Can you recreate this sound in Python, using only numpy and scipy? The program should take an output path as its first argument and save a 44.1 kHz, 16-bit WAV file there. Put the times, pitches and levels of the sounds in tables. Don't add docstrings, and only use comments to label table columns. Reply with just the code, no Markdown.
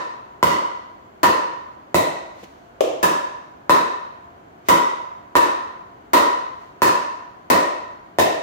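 import sys
import numpy as np
from scipy import signal
from scipy.io import wavfile

SR = 44100
rng = np.random.default_rng(int(sys.argv[2]) if len(sys.argv) > 2 else 0)


def to_wav(s):
    ch = np.atleast_2d(s).T
    pcm = np.round(np.clip(ch, -1, 1) * 32767)
    wavfile.write(sys.argv[1], SR, pcm.astype(np.int16))


N = 371322

# t/s, near player?, level/dB, off-centre/0-1, overtone/Hz, boom/dB, click/dB, left-right/dB
BLOWS = [(-.24, True, 2, 0.23, 1800, 0, -1, 0), (0.4280, False, 1.5, 0.09, 1970, 0.5, -1, -0.5),
         (1.2314, True, 1, 0.16, 1815, -3, -3.5, 2), (1.9443, False, 0.5, 0.74, 1935, 2.5, 1, -4.5),
         (3.0289, True, -2, 0.27, 1710, -1.5, 1, -1), (3.6952, False, 2, 0.13, 1800, -3, -3.5, 0.5),
         (4.6860, True, 1, 0.05, 1946, -1.5, -0.5, -1), (5.3536, False, 1.5, 0.02, 1814, -7.5, -2, -0.5),
         (6.1335, True, 2, 0.14, 1890, -10, -1.5, -3), (6.8193, False, 2, .1, 1780, -1.5, 0.5, 2.5),
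         (7.501, True, 2.5, 0.48, 1863, -4.5, -2.5, 4), (8.186, False, 2, 0.99, 1824, -3, -1, -0.5)]
# t/s, level/dB, left lead/ms, left-right/dB
BOUNCES = [(2.8075, -6, .4, 3)]
# f/Hz, level/dB, T60/s
BOOM_MODES = [(88.3, -26.5, 0.086), (169.7, -22.5, 0.072)]
HANDLE_BODY_MODES = [(323.7, -9.5, 0.02)]
FACE_MODES = [(971.8, -16.5, 0.12), (1385, -6.5, 0.0049), (1008.6, -10, 0.054)]
BALL_SHELL_MODES = [(2660, -20.5, 0.018), (2930, -19.5, 0.0089), (3813, -20.5, 0.0095),
                    (4160, -20.5, 0.0084), (5140, -23.5, 0.0024)]
BALL_FLOOR_MODES = [(330, -1.5, 0.02), (536, 1.5, 0.026), (1220, -8, 0.0072), (624, -1.5, 0.029),
                    (3040, -2.5, 0.0025)]
# peak t/s, low level/dB, bright level/dB, rise/s, fall/s
SCUFFS = [(2.40, -67, -55, 0.045, 0.17), (2.434, -35, -54, 0.0036, 0.01), (2.441, -54, -46, .0015, 0.0039),
          (4.671, -68, -50.5, 0.011, 0.084), (6.62, -64, -61, 0.049, 0.11)]
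# f/Hz, relative density/dB
SCUFF_LOW_SPECTRUM = [(60, -16), (200, -6), (500, -1), (900, -17), (2500, -43)]
SCUFF_BRIGHT_SPECTRUM = [(700, -38), (2000, 15.5), (4000, 8), (8000, -6), (15000, -10)]
VENT_SPECTRUM = [(15, -45), (25, -11), (94, -7.5), (190, -8.5), (263, -6.5), (354, -4.5), (607, -14.5),
                 (695, -3.5), (936, -8.5), (1610, -15.5), (2220, -26), (2690, -27), (3160, -31),
                 (6560, -50.5), (16000, -48)]
# f/Hz, width/Hz, rms level/dB
WHINES = [(7240, 25, -90), (692, 7.4, -57)]
# left t/ms, right t/ms, left gain, right gain
FAR_ECHOES = [(1.5, 1.5, 0.22, -0.097), (3.0, 12, -0.034, 0.1), (5.1, 12, 0.23, 0.35),
              (8.5, 3.1, 0.28, -0.041), (11.4, 14, -0.29, 0.62), (18, 25, 0.098, 0.11)]
NEAR_ECHOES = [(2.9, 1.72, 0.37, 0.2), (3.8, 3.4, 0.67, 0.8), (6.2, 5.8, 0.37, 0.43),
               (8.5, 4.9, 0.23, 0.39), (14, 11, 0.33, 0.67)]
BOUNCE_ECHOES = [(1.7, 2.34, 0.83, 0.49), (5.2, 5.2, 0.49, 0.58), (9.6, 29, .3, 0.21),
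                 (18.6, 31, 0.22, 0.15)]
# f/Hz, T60/s
ROOM_T60 = [(60, 0.21), (160, 0.46), (420, 0.72), (1100, 0.94), (2910, 0.79), (5000, 0.73), (7680, 0.54),
            (11000, 0.38), (15000, 0.3)]
# f/Hz, left-right correlation
COHERENCE = [(60, 0.89), (150, 1), (380, 0.36), (950, -0.59), (2380, -0.075), (5980, 0.023),
             (15000, -0.013)]
# f/Hz, width/Hz, boost/dB
MIC_PORTS = [(6670, 2070, 7), (14300, 1260, 7)]
# left lead/ms, tail level/dB, paddle edge-on/0-1
FAR_PLAYER, NEAR_PLAYER = (0.13, -26, 0), (0.29, -24.5, 0.38)

FACE_CENTRE_DB, FACE_RIM_LOSS_DB = 3, 9
KNOCK_CENTRE_HZ, KNOCK_RIM_RISE_HZ, KNOCK_T60_S = 566, 99, 0.016
KNOCK_CENTRE_DB, KNOCK_RIM_GAIN_DB = -9.5, 6.5
OVERTONE_DB, OVERTONE_T60_S, SHELL_SCATTER_DB = -14, 0.018, 1.5
CLICK_DB, CLICK_HIGHPASS_HZ = -0.5, 4700
BOUNCE_CLICK_DB, BOUNCE_LOWPASS_HZ, BOUNCE_TAIL_DB = 2, 8000, -30.5
SIDE_LEAD_MS, SHADOW_HZ, FAR_LOWPASS_HZ, EDGE_ON_HZ = 0.2, 1800, 5400, 3200
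TAIL_SAMPLES, EARLY_SAMPLES, PRE_SAMPLES, BUILD_UP_S = int(1.3 * SR), 2048, 8, 0.0037
BAND_EDGES_HZ = 25 * 2 ** np.arange(0, 9.6, 0.5)
VENT_RMS_DB = -47
MIC_HIGHPASS_HZ, CUTOFF_HZ = 50, 16100
CEILING_DB, RELEASE_DB_PER_S, ATTACK_S, LOOK_AHEAD_S = -0.5, 71, 0.00022, 0.0041


def paddles():
    out = np.zeros((2, N))
    for at_s, near, db, off_centre, overtone_hz, boom_db, click_db, pan_db in BLOWS:
        body = struck(BOOM_MODES, boom_db) + struck(HANDLE_BODY_MODES)
        face = struck(FACE_MODES, FACE_CENTRE_DB - FACE_RIM_LOSS_DB * off_centre)
        knock_hz = KNOCK_CENTRE_HZ + KNOCK_RIM_RISE_HZ * off_centre
        knock = struck([(knock_hz, KNOCK_CENTRE_DB, KNOCK_T60_S)], KNOCK_RIM_GAIN_DB * off_centre)
        overtone = struck([(overtone_hz, OVERTONE_DB, OVERTONE_T60_S)])
        tick = click(CLICK_DB + click_db)
        blow = tick + knock + overtone - face - body - ball_shell()
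        echoes, position = (NEAR_ECHOES, NEAR_PLAYER) if near else (FAR_ECHOES, FAR_PLAYER)
        lead_ms, tail_db, edge_on = position
        place(out, at_s, amp(db) * blow, room(echoes, tail_db, lead_ms, pan_db, edge_on))
    return out


def ball_shell():
    scatter_db = SHELL_SCATTER_DB * rng.standard_normal((len(BALL_SHELL_MODES), 1))
    return struck(BALL_SHELL_MODES + scatter_db * [0, 1, 0])


def click(db, pole_radius=0.7):
    tick = -amp(db) * signal.unit_impulse(4096)
    for hz in rng.uniform(7900, 14700, size=3):
        poles = [1, -2 * pole_radius * np.cos(2 * np.pi * hz / SR), pole_radius ** 2]
        tick = signal.lfilter(poles[::-1], poles, tick)
    return butterworth(tick, 1, CLICK_HIGHPASS_HZ, "high")


def struck(modes, db=0):
    t = np.arange(4096) / SR
    return sum((-1) ** k * amp(db + mode_db - 60 * t / t60_s) * np.sin(2 * np.pi * hz * t)
               for k, (hz, mode_db, t60_s) in enumerate(modes))


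def bounces():
    out = np.zeros((2, N))
    for at_s, db, lead_ms, pan_db in BOUNCES:
        tick = butterworth(click(db + BOUNCE_CLICK_DB), 1, BOUNCE_LOWPASS_HZ)
        pop = tick - struck(BALL_FLOOR_MODES, db)
        place(out, at_s, pop, room(BOUNCE_ECHOES, BOUNCE_TAIL_DB, lead_ms, pan_db))
    return out


def scuffs():
    t = np.arange(N) / SR
    low, bright = diffuse_noise(SCUFF_LOW_SPECTRUM), diffuse_noise(SCUFF_BRIGHT_SPECTRUM)
    out = np.zeros((2, N))
    for peak_s, low_db, bright_db, rise_s, fall_s in SCUFFS:
        envelope = np.exp(np.where(t < peak_s, (t - peak_s) / rise_s, (peak_s - t) / fall_s))
        out += envelope * (amp(low_db) * low + amp(bright_db) * bright)
    return out


def room(echoes, tail_db, lead_ms, pan_db, edge_on=0):
    t = np.arange(TAIL_SAMPLES) / SR
    tail = sum(band * amp(-60 * t / at_hz(ROOM_T60, hz)) for hz, band in diffuse_bands(TAIL_SAMPLES))
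    build_up = 1 - np.exp(-(t / BUILD_UP_S) ** 2)
    response = amp(tail_db) * build_up * tail
    lag_samples = np.arange(EARLY_SAMPLES) - PRE_SAMPLES - max(-lead_ms, 0) * SR / 1000
    early = np.sinc(lag_samples - np.array([[0], [lead_ms]]) * SR / 1000)
    early *= amp([[pan_db / 2], [-pan_db / 2]])
    if lead_ms > SIDE_LEAD_MS:
        early[1] = butterworth(early[1], 2, SHADOW_HZ)
    else:
        early = butterworth(early, 1, FAR_LOWPASS_HZ)
    for left_ms, right_ms, left_gain, right_gain in echoes:
        delay_samples = np.array([[left_ms], [right_ms]]) * SR / 1000
        early += np.array([[left_gain], [right_gain]]) * np.sinc(lag_samples - delay_samples)
    response[:, :EARLY_SAMPLES] += early - edge_on * butterworth(early, 1, EDGE_ON_HZ)
    return response


def ventilation():
    out = amp(VENT_RMS_DB) * diffuse_noise(VENT_SPECTRUM)
    for hz, width_hz, db in WHINES:
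        tone = butterworth(rng.standard_normal((2, N)), 2, [hz - width_hz / 2, hz + width_hz / 2], "band")
        out += amp(db) * tone / tone.std()
    return out


def diffuse_noise(spectrum):
    noise = sum(amp(at_hz(spectrum, hz)) * band for hz, band in diffuse_bands(N))
    return noise / np.sqrt(np.mean(noise ** 2))


def diffuse_bands(samples):
    white = rng.standard_normal((2, 2, samples))
    for k, (low_hz, high_hz) in enumerate(zip(BAND_EDGES_HZ, BAND_EDGES_HZ[1:])):
        mid, side = butterworth(white[k % 2], 2, [low_hz, high_hz], "band")
        hz = np.sqrt(low_hz * high_hz)
        coherence = at_hz(COHERENCE, hz)
        yield hz, np.sqrt((1 + coherence) / 2) * mid + np.sqrt((1 - coherence) / 2) * side * [[1], [-1]]


def place(out, at_s, sound, response):
    start = round(at_s * SR) - PRE_SAMPLES
    heard = signal.fftconvolve(sound[None], response, axes=1)[:, max(-start, 0):N - start]
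    start = max(start, 0)
    out[:, start:start + heard.shape[1]] += heard


def amp(db):
    return 10 ** (np.asarray(db) / 20)


def at_hz(points, hz):
    points_hz, values = np.array(points).T
    return np.interp(np.log(hz), np.log(points_hz), values)


def butterworth(sound, order, hz, kind="low"):
    return signal.sosfilt(signal.butter(order, hz, kind, fs=SR, output="sos"), sound)


def microphone(dry):
    heard = butterworth(dry, 3, MIC_HIGHPASS_HZ, "high")
    for hz, width_hz, db in MIC_PORTS:
        heard += (amp(db) - 1) * signal.lfilter(*signal.iirpeak(hz, hz / width_hz, fs=SR), heard)
    return heard


def limiter(sound):
    peak_db = 20 * np.log10(np.abs(sound).max(axis=0) + 1e-9)
    over_db = np.maximum(peak_db - CEILING_DB, 0)
    release_db = RELEASE_DB_PER_S * np.arange(N) / SR
    held_db = np.maximum.accumulate(over_db + release_db) - release_db
    ahead_samples = round(LOOK_AHEAD_S * SR)
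    ahead_db = np.pad(held_db[ahead_samples:], (0, ahead_samples), "edge")
    pole = np.exp(-1 / (ATTACK_S * SR))
    return sound * amp(-signal.lfilter([1 - pole], [1, -pole], ahead_db))


def scene():
    return paddles() + bounces() + scuffs() + ventilation()


def record(dry):
    ducked = limiter(microphone(dry))
    rounded = ducked / (1 + ducked ** 6) ** (1 / 6)
    treble_cut = signal.cheby2(18, 40, CUTOFF_HZ, fs=SR, output="sos")
    return np.clip(signal.sosfilt(treble_cut, rounded), -1, 1)


dry = scene()
out = record(dry)
to_wav(out)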